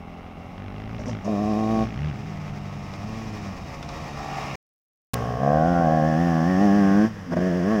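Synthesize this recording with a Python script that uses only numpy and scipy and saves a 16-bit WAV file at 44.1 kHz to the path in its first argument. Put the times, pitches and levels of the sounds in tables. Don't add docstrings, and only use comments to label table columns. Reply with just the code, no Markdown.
import sys
import numpy as np
from scipy import signal
from scipy.fft import rfft, irfft
from scipy.io import wavfile
from scipy.ndimage import uniform_filter1d

SR = 44100
rng = np.random.default_rng(int(sys.argv[2]) if len(sys.argv) > 2 else 0)


def store_pcm(level_fs):
    pcm = np.round(np.clip(level_fs, -1, 1) * 32767).astype(np.int16)
    wavfile.write(sys.argv[1], SR, np.atleast_2d(pcm).T)


N = 343978
TIME = np.arange(N) / SR
LANDED = np.clip((TIME - .7) / .4, 0, 1)
PASSED = np.clip((TIME - 4.6) / .5, 0, 1)
SHIFTED = np.clip((TIME - 7.1) / .2, 0, 1)


def from_db(db):
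    return 10 ** (np.asarray(db) / 20)


def in_time(rows):
    s, *columns = np.transpose(rows)
    return [np.interp(TIME, s, c) for c in columns]


def steady(x, size=1800):
    power = uniform_filter1d(uniform_filter1d(x ** 2, size), size)
    return x / np.sqrt(np.abs(power) + 1e-14)


def below(x, hz, order=4):
    return signal.sosfiltfilt(signal.butter(order, hz, fs=SR, output="sos"), x)


def colour(x, spectrum):
    hz, db = np.transpose(spectrum)
    size = 2 ** 13
    bins = np.maximum(np.arange(size // 2 + 1) * SR / size, 1)
    gain = from_db(np.interp(np.log(bins), np.log(hz), db))
    cepstrum = irfft(np.log(gain))
    response = irfft(np.exp(rfft(2 * cepstrum[:size // 2], size) - cepstrum[0]))
    return signal.oaconvolve(x, response / np.sqrt(np.sum(response ** 2)))[:N]


def resonate(x, modes):
    out, x = 0, x + 1e-12 * rng.standard_normal(N)
    for hz, width, db in modes:
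        r = np.exp(-np.pi * width / SR)
        stage = [(1 - r * r) / 2, 0, (r * r - 1) / 2, 1, -2 * r * np.cos(2 * np.pi * hz / SR), r * r]
        out = out + from_db(db) * signal.sosfilt([stage, stage], x)
    return out


def firings(turns, uneven_db):
    at = np.flatnonzero(np.diff(np.floor(turns)) > 0)
    late = (np.ceil(turns[at]) - turns[at]) / (turns[at + 1] - turns[at])
    strength = from_db((uneven_db * rng.standard_normal(N))[at])
    clicks = np.zeros(N)
    clicks[at], clicks[at + 1] = strength * (1 - late), strength * late
    return steady(clicks, size=4000)


def puffs(turns, length):
    return steady(rng.standard_normal(N) * np.exp(-(turns % 1) / length))


def bursts(events, decay_s):
    envelope = sum(from_db(db) * (TIME >= s) * np.exp(-np.abs(TIME - s) / decay_s) for s, db in events)
    return envelope * rng.standard_normal(N)


def per_turn(turns):
    return np.interp(turns, np.arange(N), rng.standard_normal(N))


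def radiate(x, table, pace=1):
    samples, clock = np.arange(N), np.cumsum(pace * np.ones(N)) - 1
    slowed = np.interp(samples, clock, x, right=0)
    ahead, behind = (np.interp(clock, samples, colour(slowed, np.array(table)[:, [0, side]]))
                     for side in (1, 2))
    return ahead + (behind - ahead) * PASSED


# pitch_hz, relative_db (per Hz)
AIR_COLOUR = [(40, -22.5), (200, -4.5), (700, -11.5), (2000, -25.5), (4000, -27.5), (5500, -72),
              (8500, -45), (15500, -47.5)]


def distant_air():
    return from_db(-51.0) * colour(rng.standard_normal(N), AIR_COLOUR)


# start_s, level_db
WIND_LEVEL = [(0, -49), (.9, -41), (1.7, -46), (3.3, -40), (5.3, -44), (5.9, -40), (6.2, -56), (7.8, -42)]
# pitch_hz, relative_db (per Hz)
WIND_COLOUR = [(15, -13), (30, -1), (55, -1), (110, -2), (200, -3), (400, -26.5), (1000, -54.5)]


def wind():
    level_db, = in_time(WIND_LEVEL)
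    return from_db(level_db) * colour(rng.standard_normal(N), WIND_COLOUR)


def woods(x):
    t = TIME[:SR]
    scatter = rng.standard_normal(SR) * from_db(-60 * t / .9) * (t > .025)
    scatter = scatter / np.sqrt(np.sum(scatter ** 2))
    scatter = signal.sosfilt(signal.butter(1, 2500, fs=SR, output="sos"), scatter)
    return from_db(-26) * signal.fftconvolve(x, scatter)[:N]


# start_s, rate_hz (firings per s)
OTHER_RATE = [(0, 42.6), (.2, 42.9), (.3, 43), (.37, 44.3), (.46, 43.4), (.55, 45.5), (.62, 49.5),
              (.68, 48.6), (.8, 52.5), (.95, 56.7), (1.0, 57), (1.05, 49), (1.09, 55.6), (1.16, 53),
              (1.22, 45.7), (1.45, 74), (1.62, 53), (1.84, 65), (1.93, 52.3), (2.0, 71.5), (2.08, 77),
              (2.17, 60), (2.26, 80), (2.52, 73.3), (3.2, 70.2), (5.9, 69), (6.8, 83)]
# start_s, level_db
OTHER_LEVEL = [(0, -46), (.56, -45.5), (.58, -41), (1.0, -36.5), (1.16, -34), (1.24, -48), (1.6, -43),
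               (1.82, -33.5), (1.93, -36.5), (2.06, -31.5), (2.18, -42), (2.7, -44), (3.1, -50), (3.6, -54),
               (5.3, -41), (5.7, -42), (6.4, -50.5), (6.9, -44.5), (7.25, -56)]
# start_s, share (ratio)
OTHER_FIRST_ORDER = [(1.1, .45), (1.45, 1.2), (1.9, 0.81), (2.3, 0.079), (3.6, .08), (5.6, 1.8), (6.4, .9),
                     (6.8, 0.38)]
# pitch_hz, relative_db
OTHER_SILENCER = [(25, -22.5), (43, 3), (86, 2), (130, -9.5), (175, 6), (215, 2.5), (257, 1.5),
                  (330, -10.5), (410, -5), (490, -18), (640, -11.5), (900, -44.5), (5000, -79)]
OTHER_PICKS_UP_S = .5795
DRONE_DB_PER_OCTAVE, THUMP_DB_PER_OCTAVE = 15, -12.5
TICK_DB, IDLE_TICK_DB = -12, -7


def other_bike():
    rate, = in_time(OTHER_RATE)
    level_db, = in_time(OTHER_LEVEL)
    first_order, = in_time(OTHER_FIRST_ORDER)
    octaves = np.log2(rate / 55)
    turns = np.cumsum(rate) / SR
    turns = turns - np.interp(OTHER_PICKS_UP_S, TIME, turns)
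    drone = steady(np.sin(4 * np.pi * turns) + first_order * np.sin(2 * np.pi * turns))
    pulses = firings(turns, uneven_db=.6) + .08 * puffs(turns, length=0.9)
    thump = steady(colour(pulses, OTHER_SILENCER))
    valves = puffs(turns, length=.12)
    tick = colour(valves, [(300, -8.0), (1000, 4.5), (2000, 7.0), (3200, 0.0),
                           (4200, -10.0), (5600, -10.5), (9000, -61.0)])
    drone = from_db(DRONE_DB_PER_OCTAVE * octaves) * drone
    thump = from_db(THUMP_DB_PER_OCTAVE * octaves) * thump
    tick = from_db(TICK_DB + IDLE_TICK_DB * (TIME < OTHER_PICKS_UP_S)) * tick
    return from_db(level_db) * (drone + thump + tick)


# start_s, pitch_hz, level_db
HUM = [(7.18, 300.4, -78), (7.24, 281, -54), (7.3, 252, -26), (7.39, 234.5, -26), (7.44, 236.6, -44),
       (7.5, 224.9, -85)]


def falling_hum():
    hz, db = in_time(HUM)
    return from_db(db) * np.sin(2 * np.pi * np.cumsum(hz) / SR)


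# start_s, level_db (of the striking noise)
KNOCKS = [(2.936, -34), (3.8272, -28.5), (3.8897, -29)]
# pitch_hz, width_hz, relative_db
KNOCK_MODES = [(1080, 560, 0), (2319, 874, -4.5), (3500, 720, -6), (5200, 1320, -11.5)]


def knocks():
    return from_db(12.5) * resonate(bursts(KNOCKS, decay_s=0.005), KNOCK_MODES)


# start_s, level_db (of the striking noise)
CHAIN_SLAPS = [(.99, -39), (1.005, -40.5), (1.058, -33), (1.079, -31.5), (1.096, -36), (1.125, -47),
               (1.245, -30)]
# pitch_hz, width_hz, relative_db
CHAIN_RING = [(5650, 1600, -3.5)]


def chain():
    return resonate(bursts(CHAIN_SLAPS, decay_s=0.02), CHAIN_RING)


# start_s, pitch_share (of the hot pitch)
PIPE_TUNING = [(1.08, 0.81), (1.28, 0.89), (1.6, 1.03), (1.85, 1), (2.5, 0.89), (5.15, 1), (5.45, 0.94),
               (5.75, 1.003), (5.92, 0.98), (6.25, 1), (6.65, 1.014), (7.05, 0.95), (7.3, 0.87),
               (7.55, 0.87), (7.8, 0.92)]
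# pitch_hz, ahead_db, behind_db (both relative)
EXHAUST = [(59.19, -26, -9), (138, -1.5, -2), (186.8, 6, 5.5), (371, -1, -6), (420.9, -15.5, -17),
           (458, -5.5, -3.5), (542.7, -4, 13.5), (578, -2.5, 7.5), (760, 4, 18), (948.8, -26.5, -12),
           (1090.2, -4, 6.5), (1213.3, -17.5, -6), (1361.4, -45, -21), (1525, -40.5, -14),
           (1700, -39, -15.5), (1956, -35, -22.5), (2205, -49, -48), (3440, -56, -66)]


def exhaust(x):
    pace, = in_time(PIPE_TUNING)
    return radiate(below(x, hz=4000, order=2), EXHAUST, pace)


# start_s, level_db (of the charge, before the pipe)
POPS = [(.992, -33), (1.008, -32), (1.062, -37), (1.083, -28.5), (1.093, -33), (1.25, -32), (1.278, -24),
        (7.322, -30), (7.336, -25.5), (7.369, -25), (7.382, -40), (7.403, -30)]
# pitch_hz, width_hz, relative_db
POP_CRACK = [(1111.6, 250, -3), (1749, 850, 1)]


def pops():
    clicks = np.zeros(N)
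    for s, db in POPS:
        clicks[round(s * SR)] = from_db(db)
    charge = clicks + .18 * bursts(POPS, decay_s=.004)
    pipe = exhaust(charge)
    crack = .5 * PASSED * resonate(charge, POP_CRACK)
    return from_db(20) * (pipe - .8 * below(pipe, hz=220, order=2) + crack)


# start_s (opens), end_s (begins to shut), opening (0-1)
THROTTLE = [(1.05, 1.068, 0.47), (1.237, 1.28, 0.59), (1.267, 1.83, 0.71), (3.0, 3.508, 0.09),
            (4.181, 4.38, 0), (4.998, 5.45, 0.52), (5.37, 5.45, 0.63), (5.407, 5.5, 0.79),
            (5.44, 6.62, 0.84), (6.583, 7.051, 0.9), (7.3, 7.684, 0.8), (7.405, 7.483, 0.81),
            (7.55, 7.583, 0.7), (7.65, 7.802, 0.85)]
# middle_s, length_s
MISFIRES = [(7.353, 0.018), (7.4, 0.0042)]
OPEN_S, CLOSE_S = 0.024, 0.047


def throttle():
    twists = []
    for opens, shuts, opening in THROTTLE:
        ramp = np.minimum((TIME - opens) / OPEN_S, 1 - (TIME - shuts) / CLOSE_S)
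        twists.append(opening * np.clip(ramp, 0, 1))
    missed = sum(np.exp(-(2 * (TIME - s) / length) ** 2) for s, length in MISFIRES)
    return np.max(twists, axis=0) * np.clip(1 - missed, 0, 1)


# start_s, distance_m
DISTANCE = [(0, 24), (1.5, 12.9), (2.5, 11.2), (3.75, 7.5), (4.4, 4.06), (5.15, 6.43), (6.0, 7.53),
            (7.8, 11.56)]
# start_s, aim (0-1)
AIM = [(5.15, 0), (5.5, 1), (5.95, 0.72), (6.25, 0.34), (7.8, 0.17)]
# gain_db (10 m, 90 firings per s, throttle shut), throttle_db (added at full), revs_db (per octave),
# distance_db (per doubling), behind_db, aimed_db (in line with the silencer), next_gear_db
BOOM_LAW = (-35.5, 20, 3.5, -3.5, 1.5, -4, -2)
BARK_LAW = (-51, 29.5, -1, -7.5, -11, 12, 3)
HONK_LAW = (-71, 23.5, -36, -3, 0.5, -3.5, -5)
RASP_LAW = (-59, 23, -2.5, -1, 3, 2, 0)
METAL_LAW = (-44.5, 9.5, 6.5, -9.5, 4, -9, 0.5)
GEARS_LAW = (-51.5, 0, 0, -3.5, 0, 0, 0)


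def loudness(law, opening, rate):
    base_db, throttle_db, revs_db, distance_db, behind_db, aimed_db, shifted_db = law
    octaves = np.log2(rate / 90)
    doublings = np.log2(in_time(DISTANCE)[0] / 10)
    heading_db = PASSED * (behind_db + aimed_db * in_time(AIM)[0]) + SHIFTED * shifted_db
    running_db = throttle_db * opening + revs_db * octaves
    return from_db(base_db + running_db + distance_db * doublings + heading_db)


def meshing(turns, count=40):
    share = np.linspace(0, 1, 2048)
    one_turn = sum(np.cos(2 * np.pi * (order * share + rng.random())) for order in range(1, count))
    return np.interp(turns % 1, share, one_turn)


# pitch_hz, width_hz, relative_db
GEARBOX = [(424, 70, 12), (543, 50, 13.5), (787, 140, 7), (1282, 80, -0.5), (2067, 240, 3)]
BACKLASH_TURNS = .008


def gear_whine(turns, shut):
    play = BACKLASH_TURNS * per_turn(turns / 2)
    return shut * (1 - PASSED) * steady(resonate(meshing(turns + play), GEARBOX))


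# (both relative, per Hz)
CLATTER = [(293, -14, 2.5), (1154, 13, 6.5), (1507.1, -0.5, 5), (1870, 8, 6.5), (2250, -5, -4),
           (3139.4, -5, -5.5), (4030, -10, -18.5), (5230, -2.5, -6), (5890, -5.5, -9), (7360, -15, -20.5),
           (9000, -24, -26.5), (12000, -27, -28), (15583, -25, -27.5)]
# pitch_hz, width_hz, relative_db
CASES = [(2354, 300, 14), (3754, 57, 8), (5230, 140, -10.5)]


def engine_metal(clicks, turns):
    case_ring = rng.standard_normal(N)[:SR // 20] * np.exp(-TIME[:SR // 20] / 0.024)
    ringing_cases = steady(signal.fftconvolve(clicks, case_ring)[:N])
    hiss = 0.56 * ringing_cases + 1.344 * puffs(turns, length=6.0)
    rattle = hiss - .45 * below(hiss, hz=2300) + .25 * steady(meshing(turns, count=28))
    return 0.51 * radiate(rattle, CLATTER) + 0.22 * (1 - PASSED) * steady(resonate(rattle, CASES))


# start_s, level_db
ALONGSIDE = [(3.4, -47.5), (4.1, -45.5), (4.24, -36.5), (4.4, -34), (4.55, -43)]
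# pitch_hz, width_hz, relative_db
CYLINDER_BARK = [(765, 170, -0.5), (1240, 290, -10.5)]
# pitch_hz, width_hz, relative_db
CYLINDER_FINS = [(2160, 340, 0), (2700, 330, -2)]
FINS_DB, FINS_LATE_S = -8.5, 0.11


def cylinder(turns):
    bark_db, = in_time(ALONGSIDE)
    fins_db = FINS_DB + np.interp(TIME - FINS_LATE_S, TIME, bark_db)
    knocking = firings(turns, uneven_db=3) + 1.6 * puffs(turns, length=.9)
    bark = from_db(bark_db) * steady(resonate(knocking, CYLINDER_BARK))
    fins = from_db(fins_db) * steady(resonate(knocking, CYLINDER_FINS))
    return (1 - PASSED) * (bark + fins)


# pitch_hz, width_hz, relative_db
SHELL = [(2450, 130, 1), (3718, 180, -1), (5280, 120, 2)]


def silencer_shell(clicks, blowdown, shut):
    ring = steady(resonate(clicks + .5 * blowdown, SHELL))
    return from_db(-53.5) * (1 - PASSED) * (1 - shut) * ring


LOPE_DB, STUTTER = .8, .25


def lope(turns, shut):
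    alternation = STUTTER * shut * np.cos(np.pi * turns)
    return from_db(LOPE_DB * per_turn(turns)) * (1 + alternation)


# start_s, multiple (of the firing rate), level_db (under full load)
SNARL = [(5.3, 28, -44), (5.52, 22, -39), (5.7, 16.3, -35), (5.8, 16.5, -35), (5.88, 21, -38.5),
         (6.1, 22, -37), (6.27, 21, -39.5), (6.42, 21.3, -39), (6.53, 20, -37.5), (6.66, 18, -39),
         (6.88, 16, -37), (7.04, 15, -36.5), (7.48, 19.5, -39), (7.6, 19.5, -44), (7.73, 15.5, -36),
         (7.8, 17.5, -38)]
SNARL_SHARE = .9


def silencer_snarl(turns, shut):
    multiple, level_db = in_time(SNARL)
    since = turns % 1
    swell = np.sin(np.pi * np.minimum(since / SNARL_SHARE, 1) ** .7) ** 2
    ring = steady(swell * np.sin(2 * np.pi * multiple * since))
    return from_db(level_db) * PASSED * (1 - shut) * lope(turns, shut) * ring


# ahead_db, behind_db, next_gear_db (relative)
BOOM_ORDERS = [(-29, -14, -22), (7, 7.5, 2), (-2, 1.5, -5), (-4, -6, -2.5)]


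def low_orders(turns):
    total = 0
    for order, (ahead_db, behind_db, next_db) in enumerate(BOOM_ORDERS, 1):
        db = ahead_db + (behind_db - ahead_db) * PASSED + (next_db - behind_db) * SHIFTED
        total = total + from_db(db) * np.sin(2 * np.pi * order * turns)
    return steady(total)


def pumping(turns, shut):
    strokes = 1.39 * np.sin(2 * np.pi * turns) + np.sin(4 * np.pi * turns)
    return from_db(-3.5) * shut * (strokes - below(strokes, hz=85.6))


# start_s, rate_hz (firings per s)
JUMP = [(0, 86), (.25, 88), (.35, 84), (.6, 77), (.86, 72), (1.02, 115), (1.1, 125), (1.2, 70)]
BURST = [(1.26, 103.9), (1.298, 107.9), (1.372, 98.9), (1.417, 106.1), (1.446, 103.6), (1.5, 109.2),
         (1.54, 103.4), (1.59, 109.7), (1.659, 108.6), (1.71, 111.6), (1.851, 109.8)]
COAST = [(2.04, 95.8), (2.19, 105.7), (2.44, 95.2), (2.519, 104.2), (2.701, 97.2), (2.77, 101.7),
         (2.93, 96), (2.991, 97.6), (3.099, 110), (3.2, 111.6), (3.44, 101), (3.58, 88.2), (3.7, 79.94),
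         (3.87, 77.06), (3.97, 79.03), (4.16, 72.6), (4.419, 70.92), (4.549, 66.34)]
OUT_OF_BEND = [(5.15, 60.66), (5.214, 57.93), (5.278, 61.66), (5.347, 60.06), (5.451, 69.34),
               (5.644, 81.25), (5.692, 88.03), (5.81, 84.8), (5.88, 77.94), (5.95, 79.7), (6.021, 76.56),
               (6.09, 80.15), (6.138, 77.2), (6.218, 85.7), (6.256, 86.6), (6.342, 81.33), (6.402, 80.5),
               (6.44, 82.1), (6.498, 92.76), (6.562, 92.3), (6.638, 103.9), (6.708, 98), (6.771, 103.5),
               (6.838, 97.4), (6.928, 98.2), (7.08, 112.4)]
NEXT_GEAR = [(7.31, 85.2), (7.41, 88.83), (7.476, 93.74), (7.518, 84.5), (7.57, 92), (7.62, 85.1),
             (7.672, 100.4), (7.725, 112.6), (7.746, 110.2), (7.79, 99.9)]
# start_s, level_db (relative)
BARK_SWELL = [(1.7, 1.5), (1.82, 3.5), (1.9, 0.5), (5.4, -1), (5.65, 1), (5.71, -3.5), (5.78, 0),
              (5.9, 3.5), (6.2, 0), (6.56, -1), (6.63, 5), (6.72, 1), (6.9, -1.5), (7.05, -2), (7.47, 2),
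              (7.63, -1), (7.75, 2)]
# start_s, level_db (relative)
RASP_SWELL = [(1.5, 2.5), (1.82, 7), (1.9, -3), (5.16, 5), (5.38, 2), (5.56, -1), (5.71, -5.5), (5.8, -1),
              (6.2, -6.5), (6.38, 0.5), (6.5, -3), (6.65, -4.5), (6.86, -1.5), (7.04, -2), (7.38, -1),
              (7.46, -18), (7.64, -8), (7.73, 4.5), (7.8, -8)]
# pitch_hz, width_hz, relative_db
HONK_MODE = [(433, 147, 0)]
LEAN_AT, CLEAN_AT = .3, .95
GAS_OPEN, GAS_SHUT = .12, .5
AIRBORNE_DB = -10.5
CHATTER_DB = 3.5


def two_stroke():
    rate, = in_time(JUMP + BURST + COAST + OUT_OF_BEND + NEXT_GEAR)
    opening = throttle()
    turns = np.cumsum(rate) / SR
    shut = 1 - np.clip((opening - LEAN_AT) / (CLEAN_AT - LEAN_AT), 0, 1)
    clicks = firings(turns, uneven_db=0.43 + 1.0 * shut)
    returned = 0.69 * below(firings(turns + .5, uneven_db=.6), hz=145, order=2)
    blowdown = puffs(turns, length=.55 + .5 * shut)
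    gas = colour(blowdown, [(150, -2.0), (700, 0.5), (1600, -7.5)])
    drive = clicks + returned + (GAS_OPEN + GAS_SHUT * shut ** 2) * gas
    pipe = exhaust(drive)
    pipe = pipe - below(pipe, hz=62, order=2)
    silencer = radiate(drive, EXHAUST)

    low, low_and_middle = below(pipe, hz=410), below(pipe, hz=884)
    boom_gain = loudness(BOOM_LAW, opening, rate) * from_db(AIRBORNE_DB * (1 - LANDED))
    loaded = (1 - shut) * from_db(-1.5) * lope(turns, shut) * low_orders(turns)
    boom = boom_gain * (loaded + from_db(-11.5 + 3.0 * shut) * steady(low) + pumping(turns, shut))
    bark_gain = loudness(BARK_LAW, opening, rate) * from_db(in_time(BARK_SWELL)[0])
    bark = bark_gain * steady(low_and_middle - low)
    honk = loudness(HONK_LAW, opening, rate) * PASSED * steady(resonate(drive, HONK_MODE))
    rasp_gain = loudness(RASP_LAW, opening, rate) * from_db(in_time(RASP_SWELL)[0])
    rasp = rasp_gain * steady(silencer - below(silencer, hz=962))
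    outlet = silencer_snarl(turns, shut) + silencer_shell(clicks, blowdown, shut)

    chatter = from_db(shut * (1 - PASSED) * CHATTER_DB * per_turn(turns / 2))
    metal = loudness(METAL_LAW, opening, rate) * np.sqrt(chatter) * engine_metal(clicks, turns)
    whine = loudness(GEARS_LAW, opening, rate) * chatter * gear_whine(turns, shut)
    return boom + bark + honk + rasp + outlet + cylinder(turns) + metal + whine


def scene():
    bikes = other_bike() + falling_hum() + chain() + pops() + two_stroke()
    return (distant_air() + wind() + woods(bikes) + knocks() + bikes)[None]


# start_s, end_s
DROPOUT_S = (4.556, 5.1345)
# start_s, level_db (before its filter)
CRACKLE = [(5.1348, -25), (5.1364, -24), (5.1393, -20.5), (5.1421, -13.5), (5.1452, -38)]
CUTOFF_HZ = 15800


def record(dry):
    live = (TIME < DROPOUT_S[0]) | (TIME > DROPOUT_S[1])
    crackle = from_db(1.0) * signal.lfilter([.6], [1, -.55], bursts(CRACKLE, decay_s=0.00091))
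    hiss = from_db(-105) * rng.standard_normal(N)
    top_cut = signal.ellip(10, .2, 90, CUTOFF_HZ, fs=SR, output="sos")
    return signal.sosfilt(top_cut, dry * live + crackle + hiss)


dry = scene()
out = record(dry)
store_pcm(out)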